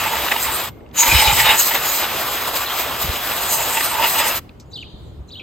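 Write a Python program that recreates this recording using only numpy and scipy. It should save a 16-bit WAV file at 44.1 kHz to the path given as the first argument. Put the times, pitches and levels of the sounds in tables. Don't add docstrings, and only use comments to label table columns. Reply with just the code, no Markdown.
import sys
import numpy as np
from scipy import signal
from scipy.fft import rfft, irfft, next_fast_len
from scipy.io import wavfile
from scipy.ndimage import uniform_filter1d, minimum_filter1d, map_coordinates

SR = 44100
rng = np.random.default_rng(int(sys.argv[2]) if len(sys.argv) > 2 else 0)


def linear_from_db(decibels):
    return 10 ** (np.asarray(decibels, float) / 20)


def wrap_up_sound(samples):
    columns = np.atleast_2d(samples).T
    tamed = np.clip(columns, -1, 1)
    steps = np.round(tamed * 32767).astype(np.int16)
    wavfile.write(sys.argv[1], SR, steps)


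N = 239022

# full flow in seconds, let go in seconds, closing speed in dB per second.
PRESSES = [
    (-1, 0.6877, 1201.5),
    (1.0, 4.392, 2500.5),
]
# time in seconds, level in dB.
PRESSURE = [(0, 1.5), (.6, -1), (1, 1), (1.6, -0.5), (2.1, 1), (2.6, 0.5), (3.2, -0.2), (3.6, 1.5),
            (4.4, 0.5)]
STEADY_DB = {"hiss": -30.5, "roar": -31.5, "edge": -39.5, "ring": -46.5, "note": -51}
# time in seconds, seconds to fade 10 dB, ring in dB, lowest note in dB.
INSIDE = [(0, 0.64, -26.5, -28), (.13, 0.08, -28.5, -27), (.285, -0.03, -16, -24),
          (.322, 0.0047, -9.5, -14.5), (.365, 0, -17.5, -20), (.49, 0.05, -21.5, -27.5),
          (.64, 1, -36.5, -32), (.995, 0.05, -17.5, -23), (1.035, 0.0158, -12, -16.5),
          (1.075, .04, -16, -22), (1.12, .02, -21.5, -18), (1.15, 0.06, -14.5, -26),
          (1.195, 0.0845, -9.5, -26), (1.225, 0.01, -19.5, -17), (1.27, 0.0539, -11, -15.5),
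          (1.305, 0.1, -22, -25), (1.406, 0.12, -15.5, -24), (1.5, 0.06, -9.5, -15.5),
          (1.545, -0.03, -22, -18), (1.715, 0.01, -18, -23.5), (1.765, 0.06, -20.5, -33.5),
          (1.9, -0.12, -20, -33.5), (1.99, 0.1, -42, -27.5), (2.04, 0.03, -18, -29),
          (2.35, -0.3, -26.5, -50), (2.454, 0, -18, -50.5), (2.56, -0.5, -26, -48), (2.796, 0, -22, -38),
          (3.03, -0.96, -22.5, -36), (3.32, 0, -19, -36.5), (3.53, 0.7, -40, -29), (3.62, 0.17, -29, -31.5),
          (3.775, 0.02, -16, -22), (3.81, 0, -12, -26), (3.945, .03, -25, -20), (4.0, 0.05, -25, -16),
          (4.045, 0.03, -13, -19.5), (4.11, 0, -21, -31), (4.215, 0.1, -18.5, -22.5),
          (4.3, 0.04, -21.5, -29)]
# time in seconds, seconds to fade 10 dB, splash in dB, hiss in dB.
GRAZES = [(.118, 1.5, -36, -29), (.325, -0.3, -29.5, -31), (.428, 0.03, -22.5, -16.5),
          (.555, 0.03, -25, -23), (.66, 0.7, -45, -30), (1.007, 0.0232, -6.5, -15.5),
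          (1.07, 0.19, -23.5, -17.5), (1.22, 0.16, -20.5, -18.5), (1.355, 0.13, -20, -20),
          (1.42, 0.03, -22.5, -17.5), (1.59, 0.0357, -16.5, -21), (1.646, 0.16, -25, -16),
          (1.806, 0, -43.5, -27), (1.9, 0.07, -24.5, -20.5), (1.966, 0.09, -29, -19), (2.04, 0, -35, -23),
          (2.228, 0.2, -46, -25.5), (2.35, 0.16, -34.5, -27.5), (2.454, 0.05, -36, -29),
          (2.57, 0.15, -34.5, -25), (2.796, 0.05, -32, -21.5), (3.022, 0.03, -47, -18.5),
          (3.332, 0.5, -39.5, -25.5), (3.54, 0.08, -19.5, -18), (3.68, 0.25, -36.5, -24.5),
          (3.755, 0.05, -24.5, -28), (3.8, 0.04, -23, -25.5), (3.85, .04, -25, -20),
          (3.895, 0.04, -27, -26.5), (4.1, 0.1, -24, -16.5), (4.18, 0.04, -21, -22),
          (4.285, 0.04, -21, -19.5), (4.37, 0.07, -32, -20.5)]
# time in seconds, boost in dB, length in seconds.
GULPS = [
    (0.999, 1, 0.0035),
    (1.027, 1.5, 0.0052),
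    (1.398, 4.5, 0.0045),
    (1.453, 4.5, 0.0081),
    (1.49, 3, 0.013),
    (1.589, 4.5, 0.01),
    (1.747, 4.5, 0.0054),
    (2.558, 2.5, 0.009),
    (2.796, 2.5, 0.008),
    (3.042, 0, 0.0071),
]
# time in seconds, lowest note in Hz, aim (0 deep, 1 shallow, 2 sidelong).
TURN = [(0, 910, 0.28), (.33, 935, 0.24), (.7, 894, 0.29), (1.04, 918, 0.8), (1.28, 861, 0.98),
        (1.4, 873.6, 0.77), (1.5, 873, 0.3), (1.75, 878, 0.12), (2.05, 883, 0.53), (2.8, 897, 1.2),
        (3.4, 886, 1), (3.75, 899, 3), (4.05, 919, 1.9), (4.4, 890, 1.43)]
# time in seconds, lean in dB.
LEAN = [(0, -1.5), (.6, -6), (1, 6.5), (1.15, -0.5), (1.35, 0.5), (1.6, 1), (2, 0), (3.5, -1), (3.9, -4.5),
        (4.12, -1), (4.2, -3.5), (4.3, 0.5)]
# frequency in Hz, level in dB per Hz.
HISS = [(2500, -120), (4000, 0.5), (5000, -7.5), (5750, -3), (6500, -11.5), (7500, -7), (9000, -9),
        (10000, -7.5), (12000, 0), (15600, -2.5)]
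# frequency in Hz, level in dB per Hz.
ROAR = [(100, -120), (200, -13.5), (400, -6.5), (700, -1), (950, -2), (1200, 0.5), (1400, -2.5),
        (1560, -4.5), (1850, -5), (2150, -6.5), (2500, -4.5), (2900, -6), (3500, -6), (4900, -14),
        (5700, -12.5), (9000, -36.5)]
# frequency in Hz, width in Hz, level in dB.
EDGE = [(6700, 1400, 2.5), (7970, 3100, 2)]
# frequency in Hz, width in Hz, level in dB.
HOUSING = [
    [(1825, 420, -1), (2100, 220, -3.5), (2606, 300, -3.5), (2900, 300, -3.5), (3700, 300, -7.5)],
    [(2060, 260, -2.5), (2437, 380, 0), (3050, 470, -4), (3910, 790, -2.5), (5200, 590, -6.5)],
    [(1950, 400, -2), (2625, 220, 0.5), (2900, 320, -2), (3450, 296, -8), (4970, 450, -9.5)],
]
# frequency in Hz, gain in dB.
PIT_COMB = [(3950, 0), (4400, -4), (4850, 1), (5200, 0), (5650, -8.5), (6150, 0)]

# time in seconds, peak in dB, frequency in
# Hz, 60 dB decay in seconds, width share.
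TICKS = [(0.805, -45, 2010, .03, .5), (.8624, -44, 2340, 0.018, 0.43), (.8894, -49, 4170, .015, .9),
         (.9128, -39, 2900, 0.018, 0.68), (4.492, -37, 2500, 0.012, 0.21), (4.492, -37, 3700, 0.015, 0.26),
         (4.4917, -51, 8150, .008, .4), (4.5984, -37.5, 5400, 0.099, 0.6), (4.5984, -47, 2400, .02, .4),
         (4.722, -46, 6200, .03, 0.53), (5.295, -48, 5200, .04, .4), (4.5984, -45, 12000, .02, .3),
         (4.6944, -56, 14140, 0.0087, 0.32), (4.7744, -48, 14000, .012, 0.28),
         (5.335, -52.5, 14800, 0.4, .2)]
# time in seconds, frequency in Hz, level in dB, 60 dB decay in seconds.
DRIBBLE = [
    (.7, 2130, -61, 1.6),
    (.7, 12050, -57, .5),
    (4.4, 2130, -64, 1.0),
]

# time in seconds, pitch ratio, level in dB, kind of call.
CALLS = [
    (2.658, 1.0, -24.5, "short"),
    (4.727, 1.0, -30.5, "call"),
    (5.303, 1.0, -32, "reply"),
]
# seconds after start, length in seconds, from Hz, to Hz, level in dB.
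FULL_CALL = [(-.026, .03, 7400, 6000, -23), (-.014, .012, 3800, 4200, -18), (0, .021, 3700, 4400, -6),
             (.003, .024, 4650, 4800, -6), (.022, .026, 4100, 3200, -3), (.036, .018, 4250, 4250, -8),
             (.05, .021, 2980, 3060, 0), (.071, .014, 3100, 3900, -7), (.03, .025, 7300, 7700, -27),
             (.07, .04, 7600, 6500, -28), (.072, .03, 4700, 4700, -19), (.083, .013, 3300, 2900, -5),
             (.098, .01, 2950, 2350, -1), (.109, .016, 2500, 2550, -19)]
# seconds after start, length in seconds, from Hz, to Hz, level in dB.
CLIPPED_CALL = [(0, .025, 4200, 3400, 0), (.022, .012, 3950, 4150, -4), (.04, .014, 3200, 3150, 0),
                (.053, .013, 3200, 3750, -4)]
# seconds after start, length in seconds, from Hz, to Hz, level in dB.
REPLY = [(-.028, .016, 6500, 7100, -26), (-.018, .016, 6700, 6450, -20), (-.022, .024, 4200, 3850, -14),
         (-.003, .01, 2500, 3500, -19), (.003, .015, 3500, 4700, -8), (.016, .01, 4650, 4700, -10),
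         (.008, .018, 3600, 3900, -13), (.023, .022, 4150, 3250, -4), (.035, .008, 3500, 4200, -9),
         (.041, .014, 4200, 3900, -6), (.051, .014, 2900, 3100, 0), (.063, .018, 3100, 4000, -4),
         (.079, .017, 3250, 3200, -4), (.094, .008, 2700, 2350, -1), (.101, .008, 2700, 3400, -10),
         (.105, .012, 2500, 2450, -10)]
# delay in seconds, level in dB.
SLAPS = [(.006, -14), (.014, -17), (.03, -15), (.055, -18)]
# frequency in Hz, 60 dB decay in seconds.
YARD_DECAY = [(1000, .9), (3500, 1.2), (8000, .6)]

# time in seconds, level in dB.
BUFFET = [(0, -43), (.69, -45.5), (.92, -48.5), (1.1, -44.5), (1.35, -38.5), (1.7, -47), (3, -44),
          (3.86, -43.5), (4.05, -47.5), (4.5, -45), (5.42, -44.5)]
# time in seconds, peak in dB, pitch in Hz, length in seconds, membrane flap in dB.
PUFFS = [(1.084, -29, 52, 0.014, -36), (1.124, -23, 105, 0.009, -27), (1.149, -13.5, 71.7, 0.011, -30),
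         (1.274, -19.5, 71, 0.01, -36), (1.176, -27.5, 55, .013, -36), (1.308, -31, 50.1, .012, -40),
         (1.33, -27, 104.7, 0.009, -33), (1.483, -35.5, 51.5, 0.012, -41), (3.041, -30.5, 64.6, 0.012, -29),
         (3.09, -21.5, 69, 0.0095, -34.5), (4.935, -39, 48, 0.012, -44.5)]
# frequency in Hz, level in dB per Hz.
RUMBLE = [(15, -57), (25, -21), (40, -12), (62, -2.5), (100, -6), (140, -10), (200, -20), (400, -64.5)]
# frequency in Hz, level in dB per Hz.
TRAFFIC = [(80, -120), (130, -3.5), (250, -2.5), (380, -4), (500, -8), (750, -13), (1050, -15.5),
           (1800, -26), (3000, -30.5), (5000, -44.5), (9000, -71.5)]
# frequency in Hz, level in dB per Hz.
LEAVES = [(1500, -39), (3000, 0.5), (4700, -1.5), (5400, -9), (6300, -3), (7000, -2.5), (10000, -6.5),
          (13000, -7), (15700, -11.5)]
# time in seconds, traffic in dB, leaves in dB.
YARD_DB = [(0, -42, -72), (.7, -42, -63.5), (.95, -43, -71.5), (4.4, -44, -68), (4.56, -45.5, -70),
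           (4.68, -46.5, -67), (4.77, -45.5, -60), (4.88, -45.5, -69), (5.03, -44.5, -61), (5.22, -46, -68),
           (5.33, -45.5, -63), (5.42, -45.5, -68)]

# frequency in Hz, phase in radians.
PORT_LEAD = [(60, -.55), (400, .1), (700, -.4), (1100, .7), (1800, -.6), (2500, .3), (4500, 1.2), (5300, 0),
             (5800, -2.2), (6300, .9), (7550, 0), (8600, -1.4), (9950, -3.14), (11650, -4.8),
             (13600, -6.28), (15000, -7.8), (16000, -8.6)]
# frequency in Hz, difference in dB.
PORT_TILT = [(60, .4), (200, 0), (380, 1.5), (700, -2), (900, -3.5), (1290, 2), (2380, -.5), (4400, 1.5),
             (6500, 0), (15000, 0)]
# frequency in Hz, likeness from 0 to 1.
JET_ALIKE = [(60, .95), (600, .9), (1400, .86), (2300, .96), (3400, .85), (4400, .65), (5800, .35),
             (6500, .9), (8000, .95), (16000, .93)]
# frequency in Hz, threshold in dB.
STEREO_MASK = [(1200, -30), (2300, -14), (4500, -11), (7000, -6.5), (9500, -4), (11500, -4.5), (14500, -7),
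               (16000, -7)]


def unit(x):
    return x / np.sqrt(np.mean(x ** 2) + 1e-20)


def along(points, hz):
    f, v = np.transpose(points)
    return np.interp(np.log(hz + 1), np.log(f + 1), v)


def curves(rows):
    s, *cols = np.transpose(rows)
    return [np.interp(np.arange(N) / SR, s, c) for c in cols]


def wobble(rate):
    knots = rng.standard_normal(int(N * rate / SR) + 4)
    return map_coordinates(knots, [np.arange(N) * rate / SR])


def filtered(x, response):
    m = next_fast_len(N + SR // 2)
    return irfft(rfft(x, m) * response(np.fft.rfftfreq(m, 1 / SR)), m)[..., :N]


def coloured(spectrum):
    return lambda hz: linear_from_db(along(spectrum, hz))


def resonant(modes):
    def gain(f):
        power = 0
        for centre, width, db in modes:
            damping = (f * width) ** 2
            peak = damping / ((centre * centre - f * f) ** 2 + damping)
            power = power + linear_from_db(2 * db) * peak ** 2
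        return np.sqrt(power)
    return gain


def ports(x):
    def half(hz):
        return linear_from_db(along(PORT_TILT, hz) / 2) * np.exp(.5j * along(PORT_LEAD, hz))
    return filtered(x, lambda hz: np.array([half(hz), 1 / half(hz)]))


def rush(gain, patchy_db, alike=JET_ALIKE, flutter_db=0):
    z = signal.stft(rng.standard_normal((2, N)) * linear_from_db(flutter_db), nperseg=512)[2]
    patches = uniform_filter1d(rng.standard_normal(z.shape[1:]), size=7, axis=0)
    patches = uniform_filter1d(patches, size=8, axis=1)
    pair = signal.istft(z * linear_from_db(patchy_db * unit(patches)), nperseg=512)[1][:, :N]

    def spread(hz):
        angle = np.arccos(np.clip(along(alike, hz), -1, 1)) / 2
        return gain(hz) * [np.cos(angle), np.sin(angle)]
    common, apart = filtered(pair, spread)
    return unit(ports(np.array([common + apart, common - apart])))


def flow(t):
    presses = []
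    for full, off, close_db_per_s in PRESSES:
        opening = 229 * np.clip(full - t, 0, None)
        cracking = 1199 * np.clip(full - 0.055 - t, 0, None)
        easing = 6 * np.clip(1 - (off - t) / 0.04, 0, 1)
        closing = close_db_per_s * np.clip(t - off, 0, None)
        presses.append(-opening - cracking - easing - closing)
    return np.max(presses, axis=0), np.interp(t, *np.transpose(PRESSURE))


def sweeps(rows, column, steady_db, lags=1):
    t = np.arange(0, N, 96) / SR
    open_db, pressure_db = flow(t)
    power = linear_from_db(2 * (steady_db + pressure_db))
    for row in rows:
        away = abs(t - row[0]) * np.sign((t - row[0]) * 0 + 1)
        away = (t - row[0]) / max(row[1], .005)
        power = power + linear_from_db(2 * row[column] - 20 * abs(away))
    return np.interp(np.arange(N) / SR, t, 10 * np.log10(power) + lags * open_db)


def gulp_boost():
    t, boost = np.arange(N) / SR, 0
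    for s, boost_db, span in GULPS:
        u = np.clip((t - s + 0.0017) / span, 0, 50)
        boost = boost + boost_db * u * np.exp(1 - u)
    return boost


def edge_splash(spit):
    splash = rush(resonant(EDGE), patchy_db=4.5, flutter_db=spit)
    lean_db, = curves(LEAN)
    lower = filtered(splash, lambda hz: hz < 7200)
    return linear_from_db(lean_db) * lower + linear_from_db(-lean_db) * (splash - lower)


def housing_ring(spit):
    aim = np.clip(curves(TURN)[1], 0, 2)
    swirl = rush(np.ones_like, patchy_db=3.0, flutter_db=spit)
    ring = 0
    for k, modes in enumerate(HOUSING):
        ring = ring + np.clip(1 - abs(aim - k), 0, 1) * unit(filtered(swirl, resonant(modes)))
    return ring


def spray():
    treble_lags = 1.18
    hiss_db = sweeps(GRAZES, column=3, steady_db=STEADY_DB["hiss"], lags=treble_lags)
    edge_db = sweeps(GRAZES, column=2, steady_db=STEADY_DB["edge"], lags=treble_lags)
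    ring_db = sweeps(INSIDE, column=2, steady_db=STEADY_DB["ring"])
    inside = np.clip((ring_db + 25.5) / 12, 0, 1)
    on_edge = np.clip((edge_db + 25.5) / 12, 0, 1)
    roar_db = sweeps([], column=0, steady_db=STEADY_DB["roar"])
    roar_db = roar_db + 5.5 * inside - 4.5 * on_edge
    gulps = gulp_boost()
    spit = 0.59 * wobble(250) + 1.27 * wobble(40)
    jet = linear_from_db(hiss_db + 1.5 + gulps) * rush(coloured(HISS), patchy_db=.7, flutter_db=spit)
    jet += linear_from_db(roar_db + 7.0 + gulps) * rush(coloured(ROAR), patchy_db=1.23, flutter_db=.7 * spit)
    jet += linear_from_db(edge_db - 1.0 + 0.51 * gulps) * edge_splash(spit)
    return jet + linear_from_db(ring_db - 3.0 + 1.34 * gulps) * housing_ring(spit)


def hollow():
    level_db = sweeps(INSIDE, column=3, steady_db=STEADY_DB["note"])
    level_db = level_db - 1.8 * np.clip(-26.5 - level_db, 0, 40)
    hz = curves(TURN)[0] + 7 * wobble(15)
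    breathy = (wobble(130) + 1j * wobble(130)) * linear_from_db(1.9 * wobble(40))
    note = unit((breathy * np.exp(2j * np.pi * np.cumsum(hz) / SR)).real)
    return linear_from_db(level_db - 1.5) * ports(np.array([note, note])) * linear_from_db([[-1.5], [1.5]])


def pit(x):
    t = np.arange(SR // 4) / SR
    tail = rng.standard_normal((2, len(t))) * linear_from_db(-60 * t / .16)
    return linear_from_db(-23.5) * signal.fftconvolve(x[None], tail / np.linalg.norm(tail[0]), axes=1)[:, :N]


def valve():
    out, t, short = np.zeros(N + SR), np.arange(N) / SR, np.arange(SR // 4) / SR
    for s, db, hz, t60, share in TICKS:
        burst = rng.standard_normal(len(short)) * np.clip(short / 0.0012, 0, 1) * linear_from_db(-60 * short / t60)
        ring = signal.iirpeak(hz, 1 / share, SR)
        burst = signal.lfilter(*ring, signal.lfilter(*ring, burst))
        out[round(s * SR):][:len(short)] += linear_from_db(db) * burst / abs(burst).max()
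    out = out[:N]
    for s, hz, db, t60 in DRIBBLE:
        whistle = unit(filtered(rng.standard_normal(N), resonant([(hz, 130, 0)])))
        out += linear_from_db(db - 60 * abs(t - s) / t60) * (t > s) * whistle
    return ports(np.array([out, out]))


def bird():
    out = np.zeros(N + SR)
    quaver, hoarse = wobble(900), wobble(400)
    kinds = {"call": FULL_CALL, "short": CLIPPED_CALL, "reply": REPLY}
    for start, ratio, call_db, kind in CALLS:
        for after, span, from_hz, to_hz, db in kinds[kind]:
            u = np.linspace(0, 1, round(span * SR))
            at = np.minimum(round((start + after) * SR) + np.arange(len(u)), N - 1)
            glide = from_hz + (to_hz - from_hz) * (1 - np.cos(np.pi * u)) / 2
            shake = .013 + .04 * (from_hz > 6000)
            phase = 2 * np.pi * np.cumsum(ratio * glide * (1 + shake * quaver[at])) / SR
            tone = np.sin(phase) + linear_from_db(-30.5) * quaver[at] * np.sin(2 * phase)
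            level = linear_from_db(call_db + db + rng.normal(0, 1) + 2.6 * hoarse[at])
            out[at[0]:][:len(u)] += level * np.sin(np.pi * u) ** 0.47 * tone
    return out[:N]


def echo(x):
    hz, t, z = signal.stft(rng.standard_normal((2, SR)), SR, nperseg=256)
    tail = signal.istft(z * linear_from_db(-60 * t / along(YARD_DECAY, hz)[:, None]), SR, nperseg=256)[1]
    late = np.pad(x, (500, 0))[None]
    return signal.fftconvolve(late, tail / np.linalg.norm(tail[0]), axes=1)[:, :N]


def bird_in_yard():
    def delayed(x, seconds):
        return np.pad(x, (round(seconds * SR), 0))[:N]
    call = bird()
    scattered = call * wobble(320)
    near = call + sum(linear_from_db(db) * delayed(scattered, s) for s, db in SLAPS)
    far_wall = resonant([(3100, 500, 4), (4600, 500, -6)])
    near += linear_from_db(-14) * filtered(delayed(.4 * call + scattered, .084), far_wall)
    tail_colour = resonant([(2500, 500, -10), (3200, 500, -4), (4000, 1180, 2.5), (7300, 1800, 2.5)])
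    tail = filtered(echo(call * wobble(800)), tail_colour)
    return ports(np.array([near, near])) + linear_from_db(-7.0) * tail


def wind():
    buffet_db, = curves(BUFFET)
    t = np.arange(N) / SR
    flap = unit(filtered(rng.standard_normal(N), resonant([(141, 67, 0)])))
    puffs = 0
    for s, db, hz, span, flap_db in PUFFS:
        u = np.clip((t - s) / span, -4, 4)
        swell = np.exp(-((u - 0.68) / np.where(u > .68, 1.25, .9)) ** 2)
        thump = np.sin(2 * np.pi * hz * span * u * (1 - 0.057 * (u - 1)))
        puffs = puffs + swell * (linear_from_db(db + 5.5) * thump + linear_from_db(flap_db + 1.0) * flap)
    rumble = linear_from_db(buffet_db + 3.0 + 1.7 * wobble(16)) * rush(coloured(RUMBLE), patchy_db=1.0)
    return rumble + ports(np.array([puffs, puffs]))


def yard():
    traffic_db, leaves_db = curves(YARD_DB)
    traffic = rush(coloured(TRAFFIC), patchy_db=1.5, alike=[(100, 1.0), (1000, 0.2)])
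    leaves = rush(coloured(LEAVES), patchy_db=3.5, alike=[(3000, .7), (9000, 0.51)])
    return linear_from_db(traffic_db) * traffic + linear_from_db(leaves_db) * leaves


def scene():
    jet = filtered(spray(), coloured(PIT_COMB)) + hollow()
    answers = linear_from_db(-35.0) * echo(jet[0]) + pit(jet[0])
    return jet + answers + valve() + bird_in_yard() + wind() + yard()


def thinned_stereo(x):
    lead_in = 1024 - 782
    pair = np.pad([x[0] + x[1], x[0] - x[1]], ((0, 0), (lead_in, 0))) / 2
    hz, _, z = signal.stft(pair, SR, nperseg=2048)
    edges = np.r_[0, np.geomspace(40, 320, 17).astype(int), 336:1024:8]
    power = np.add.reduceat(abs(z) ** 2, edges, axis=1)
    power = uniform_filter1d(power, size=2, axis=2) + 1e-20
    mood = uniform_filter1d(rng.standard_normal(power.shape), size=4, axis=2)
    slow = uniform_filter1d(rng.standard_normal(power.shape), size=5, axis=1)
    mood = mood + 5.5 * uniform_filter1d(slow, size=6, axis=2)
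    threshold_db = along(STEREO_MASK, hz[edges])[:, None] + 2.4 * mood
    keep = power > power[::-1] * linear_from_db(2 * threshold_db)
    band = np.searchsorted(edges, np.arange(len(hz)), "right") - 1
    z = z * keep[:, band] * (hz < 15920)[:, None]
    middle, side = signal.istft(z, SR, nperseg=2048)[1][:, lead_in:][:, :N]
    return np.array([middle + side, middle - side])


def limited(x):
    span = round(.004 * SR)
    need = np.minimum(1, .97 / (abs(x).max(axis=0) + 1e-9))
    return x * uniform_filter1d(minimum_filter1d(need, size=span), size=span)


def band_limit(x):
    return signal.sosfilt(signal.butter(12, 16320, fs=SR, output="sos"), x)


def record(dry):
    mix = np.clip(limited(thinned_stereo(dry)), -1, 1)
    return band_limit(mix)


dry = scene()
out = record(dry)
wrap_up_sound(out)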